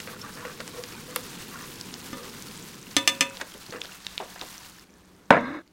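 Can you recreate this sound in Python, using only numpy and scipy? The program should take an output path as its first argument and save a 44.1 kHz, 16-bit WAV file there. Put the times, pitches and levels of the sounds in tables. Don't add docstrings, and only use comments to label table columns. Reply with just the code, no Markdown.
import sys
import numpy as np
from scipy import signal
from scipy.io import wavfile

SR = 44100
rng = np.random.default_rng(int(sys.argv[2]) if len(sys.argv) > 2 else 0)


def waveform_to_disk(signal):
    frames = np.transpose(np.atleast_2d(signal))
    scaled = np.clip(frames, -1, 1) * 32767
    samples = np.round(scaled).astype(np.int16)
    wavfile.write(sys.argv[1], SR, samples)


N = 252252
TIME = np.arange(N) / SR
RING = TIME[:SR * 4 // 5]

# frequency_hz, level_db
AIR_COLOUR = [(25, -16.5), (55, -4.5), (130, -8), (300, -4), (450, -9.5), (650, -15), (1200, -15.5),
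              (2500, -24), (6500, -31), (16000, -38.5)]
# frequency_hz, t60_s
ROOM_DECAY = [(100, 0.61), (1000, 0.44), (5000, 0.18), (16000, 0.26)]
# frequency_hz, level_db
BURNER_COLOUR = [(30, -20.5), (70, -11.5), (130, -2), (220, 1), (330, -4.5), (480, -5.5), (700, -30.5),
                 (1500, -39.5)]
# start_s, level_db, centre_hz, t60_s
STOVE_KNOCKS = [(3.398, -37, 1180, 0.11), (3.411, -22.5, 1460, 0.039), (3.415, -29.5, 390, 0.071),
                (3.547, -40, 273, 0.15), (3.684, -38.5, 216, 0.14), (3.735, -41, 294, 0.42),
                (3.845, -29, 940, 0.027), (4.199, -29.5, 585, 0.17), (4.357, -41.5, 1140, 0.14),
                (4.415, -32.5, 530, 0.099)]
# frequency_hz, level_db
SAUCE_COLOUR = [(200, 7), (500, -4.5), (1000, 7), (2000, 1), (4000, 2), (6500, -0.5), (9000, -3.5),
                (12000, -6), (16000, -6)]
# frequency_hz, level_db
BUBBLE_COLOUR = [(300, -30.5), (1200, 4), (3500, 0.5), (7000, 1.5), (10000, -9.5), (16000, -19.5)]
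# time_s, agitation_0_to_1
SAUCE_AGITATION = [(0, 0.66), (.3, 0.16), (.68, 0.5), (1.33, 1), (1.9, 0.7), (2.35, 0.74), (2.88, .15),
                   (4.3, 0), (4.54, 0.66)]
# start_s, peak_db, pitch_hz, t60_s
BUBBLE_POPS = [(0.215, -29, 5460, 0.034), (1.8119, -20, 5100, 0.0045), (1.941, -17, 5160, 0.0013),
               (2.424, -21.5, 6950, 0.001), (3.8164, -17.5, 3510, 0.0071), (3.8555, -27, 3480, 0.0038),
               (4.0668, -14.5, 3760, 0.0057), (4.179, -12, 3600, .0042), (4.4131, -18, 3650, 0.0055),
               (5.6768, -44.5, 4630, .0039)]
# frequency_hz, level_db
SQUELCH_COLOUR = [(200, -28), (480, 14.5), (750, -5), (1200, 4), (1950, -3), (2500, 2), (4000, -26),
                  (9000, -60)]
# pitch_hz, level_db, t60_s
PAN_MODES = [(493, 3, 0.1), (1160, -11, 0.063), (1650, -73, 0.0053), (2000, 8, 0.0078), (2780, -4.5, 0.035),
             (3630, -12, 0.056)]
# start_s, length_s, level_db, centre_hz, ring_share_db
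STIR_STROKES = [(0.07, .11, -45.5, 1060, -1), (.217, 0.094, -43.5, 1180, -2), (0.347, 0.19, -43, 1080, -2),
                (.6, .019, -36, 960, 4), (0.729, 0.1, -40, 640, 1), (0.897, .1, -48, 1490, -7),
                (1.076, 0.072, -45, 1100, 5), (1.5, 0.18, -45.5, 1300, 0), (2.145, 0.16, -47.5, 790, 1.5),
                (3.718, 0.074, -41, 1240, 2)]
# start_s, knock_peak_db, centre_hz, tick_peak_db, tick_hz
TIP_PRODS = [(.002, -23.5, 2400, -25, 4220), (.074, -27, 1100, -42, 3500), (0.4512, -22.5, 940, -45, 4500),
             (0.6037, -22.5, 1560, -43, 4500), (.678, -32.5, 1530, -20, 5400),
             (.838, -28, 2040, -21.5, 4600), (1.161, -16, 1470, -6, 11300), (3.371, -32, 1520, -24, 4180),
             (3.724, -28, 1320, -37, 3500)]
# start_s, gain_db, tilt_db_per_octave, spot_hz
RIM_TAPS = [(2.13, -41.5, -5.5, 1190), (2.966, -20, -1, 3600), (3.0757, -19, 0.34, 3730),
            (3.2083, -20, -0.97, 2700)]
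# pitch_hz, level_db, t60_s
RIM_MODES = [(253.5, -8.5, 0.19), (547, -12, 0.47), (969, -11, 0.31), (1213, -1, 0.13), (1503, -17, 0.38),
             (1777, 3.5, 0.095), (2030, -14.5, 0.047), (2036, 2, 0.075), (2365, -12, 0.054),
             (2592, -9.5, 0.43), (2805, 3, 0.045), (3295, 4.5, 0.023), (3510, 2.5, 0.15), (4360, 1, 0.083),
             (5170, 9, 0.043), (6140, 10.5, 0.043), (6630, -7.5, .11), (7640, 11, 0.019), (8720, 3, 0.024),
             (9630, 1, 0.031), (11700, -4.5, 0.031)]
# frequency_hz, level_db
CLACK_COLOUR = [(90, -23), (190, -12.5), (290, 0), (390, -16.5), (620, -9), (820, -11.5), (1450, -18),
                (2500, -2), (3400, -8.5), (4500, -12), (8000, -13), (10000, -19.5), (16000, -30.5)]
# frequency_hz, level_db
THUD_COLOUR = [(30, -44), (100, -12.5), (190, -0.5), (300, 1), (375, -6.5), (540, 4.5), (850, -3),
               (1700, -0.5), (2500, -10), (3300, -22.5), (5000, -34), (9000, -39), (16000, -66)]
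# pitch_hz, level_db, t60_s
PLATE_MODES = [(179.5, -7, 0.27), (238.5, -8, 0.12), (302, -9, 0.27), (473, -11, 0.5), (562, -6.5, 0.39),
               (674, -11.5, 0.38), (943, -0.5, 0.23), (1015, -4, 0.31), (1070, -17.5, 0.14),
               (1465, -16, .1), (1615, -9, .14), (1830, -15.5, 0.12), (2236, -11, .1), (2650, -26, 0.1),
               (2620, -24, .14), (3450, -23, 0.13), (3790, -22, .11), (4130, -25, 0.13),
               (4940, -31.5, 0.13), (5620, -38.5, .13), (6300, -38.5, 0.12)]
# pitch_hz, level_db, t60_s
TABLE_MODES = [(102, -34, 0.051), (580, -4, 0.044), (780, -1, 0.034), (923, 3.5, 0.032), (1490, 1.5, 0.03),
               (1825, -1.5, .025), (2380, -10.5, 0.017)]

TURN_DOWN_S, GAS_OFF_S, LIFT_S, HUSH_S = 2.7, 3.3, 4.54, 4.85
LAND_S, REST_S, BRAKE_S = 5.3052, 5.625, 0.071
AIR_DB, HUM_HZ, HUM_DB = -57, 184, -61
FLAME_DB, FLAME_LOW_DB, FLAME_OUT_DB_PER_S = -47, -3, 130
STEAM_DB, STEAM_RISE_DB, SPRAY_DB, SPRAY_RISE_DB = -50.5, 5.5, -57, 6.5
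CRACKLE_DB, CRACKLE_GROWTH_DB_PER_S = -52, 2
RECEDE_DB_PER_S, OFF_HEAT_DB = 37, -65
BLOW_DB, ROCK_DB, ROCK_LOSS_DB, ROCK_DULL_DB = -12, -20.5, .65, 0.8
ROCK_GAP_S, ROCK_JITTER_S = .0102, .0008
SLIDE_DB, SETTLE_DB, SETTLE_S = -33.5, 15, 0.072
JUDDER_HZ, JUDDER_RISE_HZ_PER_S = 241, 270


def amp(db):
    return 10 ** (np.asarray(db) / 20)


def unit(x):
    return x / np.sqrt(np.mean(x ** 2) + 1e-20)


def read(points, hz):
    table_hz, value = np.transpose(points)
    return np.interp(np.log(hz + 1), np.log(table_hz), value)


def add(mix, start_s, sound):
    part = mix[max(round(start_s * SR), 0):][:len(sound)]
    part += sound[:len(part)]


def since(start_s):
    return np.maximum(TIME - start_s, 0)


def until(end_s, release_s):
    return np.clip((end_s - TIME) / release_s, 0, 1)


def fade(t60):
    return np.exp(-np.log(1000) * RING / t60)


def hiss(size=N):
    return rng.standard_normal(size)


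def waver(rate_hz):
    return unit(signal.sosfilt(signal.butter(2, rate_hz, fs=SR, output="sos"), hiss()))


def colour(x, points):
    log_gain = np.log(amp(read(points, np.fft.rfftfreq(4096, 1 / SR))))
    mirrored = np.r_[log_gain, log_gain[-2:0:-1]]
    minimum_phase = np.exp(np.conj(signal.hilbert(mirrored)))
    response = np.fft.ifft(minimum_phase).real
    return unit(signal.oaconvolve(x, response)[:len(x)])


def band(x, hz, spread):
    edges = np.minimum([hz / spread, hz * spread], [SR * .4, SR * .48])
    return signal.sosfilt(signal.butter(2, edges, "band", fs=SR, output="sos"), x)


def ring(modes):
    return sum(rng.choice([-1, 1]) * amp(db) * fade(t60) * np.sin(2 * np.pi * hz * RING)
               for hz, db, t60 in modes)


def burst(envelope, points):
    return colour(hiss(len(RING)) * envelope, points) * np.sqrt(np.mean(envelope ** 2))


def clicks(per_s, spread_db):
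    out = np.zeros(N)
    chance = rng.random(N) * SR / per_s
    at = np.flatnonzero(chance < 1)
    size = np.minimum(-np.log(chance[at]), 4)
    out[at] = (-1) ** at * amp(spread_db * size)
    return out


def ping(hz, t60):
    splatter = band(hiss(len(RING)), hz * 0.87, spread=1.53) * fade(t60 * 1.65)
    pop = ring([(hz, 0, t60)]) + amp(-6) * splatter / abs(splatter).max()
    return pop / abs(pop).max()


def bubbles(per_s, spread_db, cycles, lo_hz=1500, hi_hz=15000):
    out, t = np.zeros(N), RING[:1024]
    for hz in np.geomspace(lo_hz, hi_hz, 16):
        bubble = np.sin(2 * np.pi * hz * t) * np.exp(-hz * t / cycles)
        out += hz * signal.oaconvolve(clicks(per_s, spread_db), bubble)[:N]
    return unit(out)


def background_dip():
    return amp(-6 * (1 - until(REST_S, BRAKE_S)))


def room_tone():
    hum = amp(HUM_DB) * unit(band(hiss(), HUM_HZ, spread=1.05))
    air = amp(AIR_DB) * colour(hiss(), AIR_COLOUR)
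    return (air + hum) * background_dip()


def wall_echoes(x, per_s=2500, first_s=.006):
    echoes = hiss(len(RING)) * (rng.random(len(RING)) < per_s / SR) * (RING > first_s)
    hz, t, spectrum = signal.stft(echoes, SR, nperseg=256)
    decay = np.exp(-np.log(1000) * t / read(ROOM_DECAY, hz)[:, None])
    tail = signal.istft(spectrum * decay, SR, nperseg=256)[1]
    return signal.fftconvolve(x, tail / np.linalg.norm(tail))[:N]


def flame():
    turned_down = 1 - until(TURN_DOWN_S, release_s=0.25)
    db = FLAME_DB + FLAME_LOW_DB * turned_down - FLAME_OUT_DB_PER_S * since(GAS_OFF_S)
    return colour(hiss(), BURNER_COLOUR) * amp(db + waver(rate_hz=25))


def stove_knocks(rise_s=.004):
    out = np.zeros(N)
    attack = np.minimum(RING / rise_s, 1)
    for start_s, db, hz, t60 in STOVE_KNOCKS:
        rattle = unit(band(hiss(len(RING)), hz, spread=1.73)) * fade(t60)
        clink = unit(band(hiss(len(RING)), hz * 4, spread=1.38)) * fade(t60=0.028)
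        add(out, start_s, amp(db) * attack * (rattle + amp(-4.5) * clink))
    return out


def sizzle(spray_hz=8500):
    agitation = np.interp(TIME, *np.transpose(SAUCE_AGITATION))
    surge = amp(1.57 * waver(rate_hz=17) + .5 * waver(rate_hz=350))
    fizz = bubbles(per_s=260, spread_db=2.5, cycles=1.44)
    sauce = colour((hiss() + amp(0.5) * fizz) * surge, SAUCE_COLOUR)
    treble = signal.sosfiltfilt(signal.butter(3, spray_hz, "high", fs=SR, output="sos"), sauce)
    steam = unit(sauce - treble) * amp(STEAM_DB + STEAM_RISE_DB * agitation)
    spray = unit(treble) * amp(SPRAY_DB + SPRAY_RISE_DB * agitation + 1.3 * waver(rate_hz=10))
    crackle = colour(bubbles(per_s=49, spread_db=7.0, cycles=3.5), BUBBLE_COLOUR)
    thickening = amp(CRACKLE_DB - CRACKLE_GROWTH_DB_PER_S * np.maximum(LIFT_S - TIME, 0))
    fade_out = amp(-RECEDE_DB_PER_S * since(LIFT_S)) * until(HUSH_S, release_s=0.017)
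    simmer = amp(OFF_HEAT_DB) * background_dip() * (sauce + amp(-4.5) * crackle)
    return fade_out * (steam + spray + thickening * crackle) + simmer


def bubble_pops():
    out = np.zeros(N)
    for start_s, db, hz, t60 in BUBBLE_POPS:
        add(out, start_s, amp(db) * ping(hz, t60))
    return out


def stirring():
    out, pan = np.zeros(N), ring(PAN_MODES)
    slips = unit(clicks(per_s=1900, spread_db=5.0))
    ringing = unit(signal.oaconvolve(slips, pan)[:N])
    air_pockets = bubbles(per_s=18, spread_db=6.0, cycles=13, lo_hz=640, hi_hz=2440)
    squelch = colour(slips + amp(-13.5) * air_pockets, SQUELCH_COLOUR)
    for start_s, length_s, db, hz, ring_db in STIR_STROKES:
        span = slice(round(start_s * SR), round((start_s + length_s) * SR))
        stroke = band(squelch[span] + amp(ring_db) * ringing[span], hz, spread=1.86)
        add(out, start_s, amp(db) * unit(stroke) * signal.windows.tukey(len(stroke), .3))
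    for start_s, db, hz, tick_db, tick_hz in TIP_PRODS:
        knock = band(pan + amp(11.5) * hiss(len(RING)) * fade(t60=0.031), hz, spread=2.6)
        tick = amp(tick_db) * ping(tick_hz, t60=0.0009)
        add(out, start_s, amp(db) * knock / abs(knock).max() + tick)
    return out


def rim_taps():
    def lean_db(hz, tilt_db, spot_hz):
        favoured = np.exp(-(np.log2(hz / spot_hz) / 0.17) ** 2)
        return tilt_db * np.log2(hz / 3000) + 5 * favoured - 5.5

    out = np.zeros(N)
    buzz = np.interp(RING, [0, .018, .03], [1, .8, 0])
    contact = amp(9.5) * fade(t60=0.011) + amp(-4.5) * buzz
    for start_s, gain_db, tilt_db, spot_hz in RIM_TAPS:
        metal = ring([(hz, db + lean_db(hz, tilt_db, spot_hz), t60) for hz, db, t60 in RIM_MODES])
        clack = burst(contact, [(hz, db + lean_db(hz, tilt_db, spot_hz)) for hz, db in CLACK_COLOUR])
        add(out, start_s, amp(gain_db) * (metal + clack))
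    return out


def plate_slide():
    grit = unit(clicks(per_s=6200, spread_db=-0.5)) * amp(1.36 * waver(rate_hz=85))
    brighter = [(hz, db + 5 * np.log2(hz / 1000), t60) for hz, db, t60 in PLATE_MODES]
    china = ring(brighter) * np.minimum(RING / .0005, 1) * fade(t60=0.062)
    ringing = unit(signal.oaconvolve(grit, china)[:N])
    elapsed_s = since(LAND_S)
    judder_hz = JUDDER_HZ + JUDDER_RISE_HZ_PER_S * (elapsed_s - SETTLE_S)
    judder_hz *= np.exp(0.1 * waver(rate_hz=62))
    judder = np.sin(2 * np.pi * np.cumsum(judder_hz) / SR) * (1 + .5 * np.tanh(waver(rate_hz=110)))
    rub = amp(-6.5) * colour(grit, THUD_COLOUR) + amp(-10) * ringing + amp(-1) * judder
    friction = amp(SLIDE_DB + SETTLE_DB * np.exp(-elapsed_s / SETTLE_S))
    return rub * friction * np.minimum(elapsed_s / 0.062, 1) * until(REST_S, BRAKE_S)


def plate_landing(contacts=8):
    out = np.zeros(N)
    blow = amp(7.0) * fade(t60=0.016) + amp(-2) * fade(t60=0.12)
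    for k in range(contacts):
        gain_db = ROCK_DB - ROCK_LOSS_DB * (k - 1) if k else BLOW_DB
        duller = [(hz, db - ROCK_DULL_DB * k * np.log2(1 + hz / 1000)) for hz, db in THUD_COLOUR]
        start_s = LAND_S + k * ROCK_GAP_S + min(k, 1) * rng.normal() * ROCK_JITTER_S
        add(out, start_s, amp(gain_db) * burst(blow, duller))
    soft_wood = np.minimum(RING / 0.0014, 1)
    held = np.interp(RING, [.1, .28], [1, 0])
    wood = amp(-2.5) * ring(TABLE_MODES)
    china = amp(-14.5) * ring(PLATE_MODES) * held
    add(out, LAND_S, soft_wood * (wood + china))
    return out


def scene():
    stove = stirring() + bubble_pops() + stove_knocks() + rim_taps()
    table = plate_landing() + plate_slide()
    walls = wall_echoes(amp(-15) * stove + amp(-31) * table)
    return (stove + table + walls + sizzle() + flame() + room_tone())[None]


def record(dry, edge_hz=16000):
    clipped = dry / (1 + abs(dry) ** 14) ** (1 / 14)
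    lowpass = signal.firwin(401, edge_hz, window=("kaiser", 10), fs=SR)
    return signal.oaconvolve(clipped, lowpass[None], "same")


dry = scene()
out = record(dry)
waveform_to_disk(out)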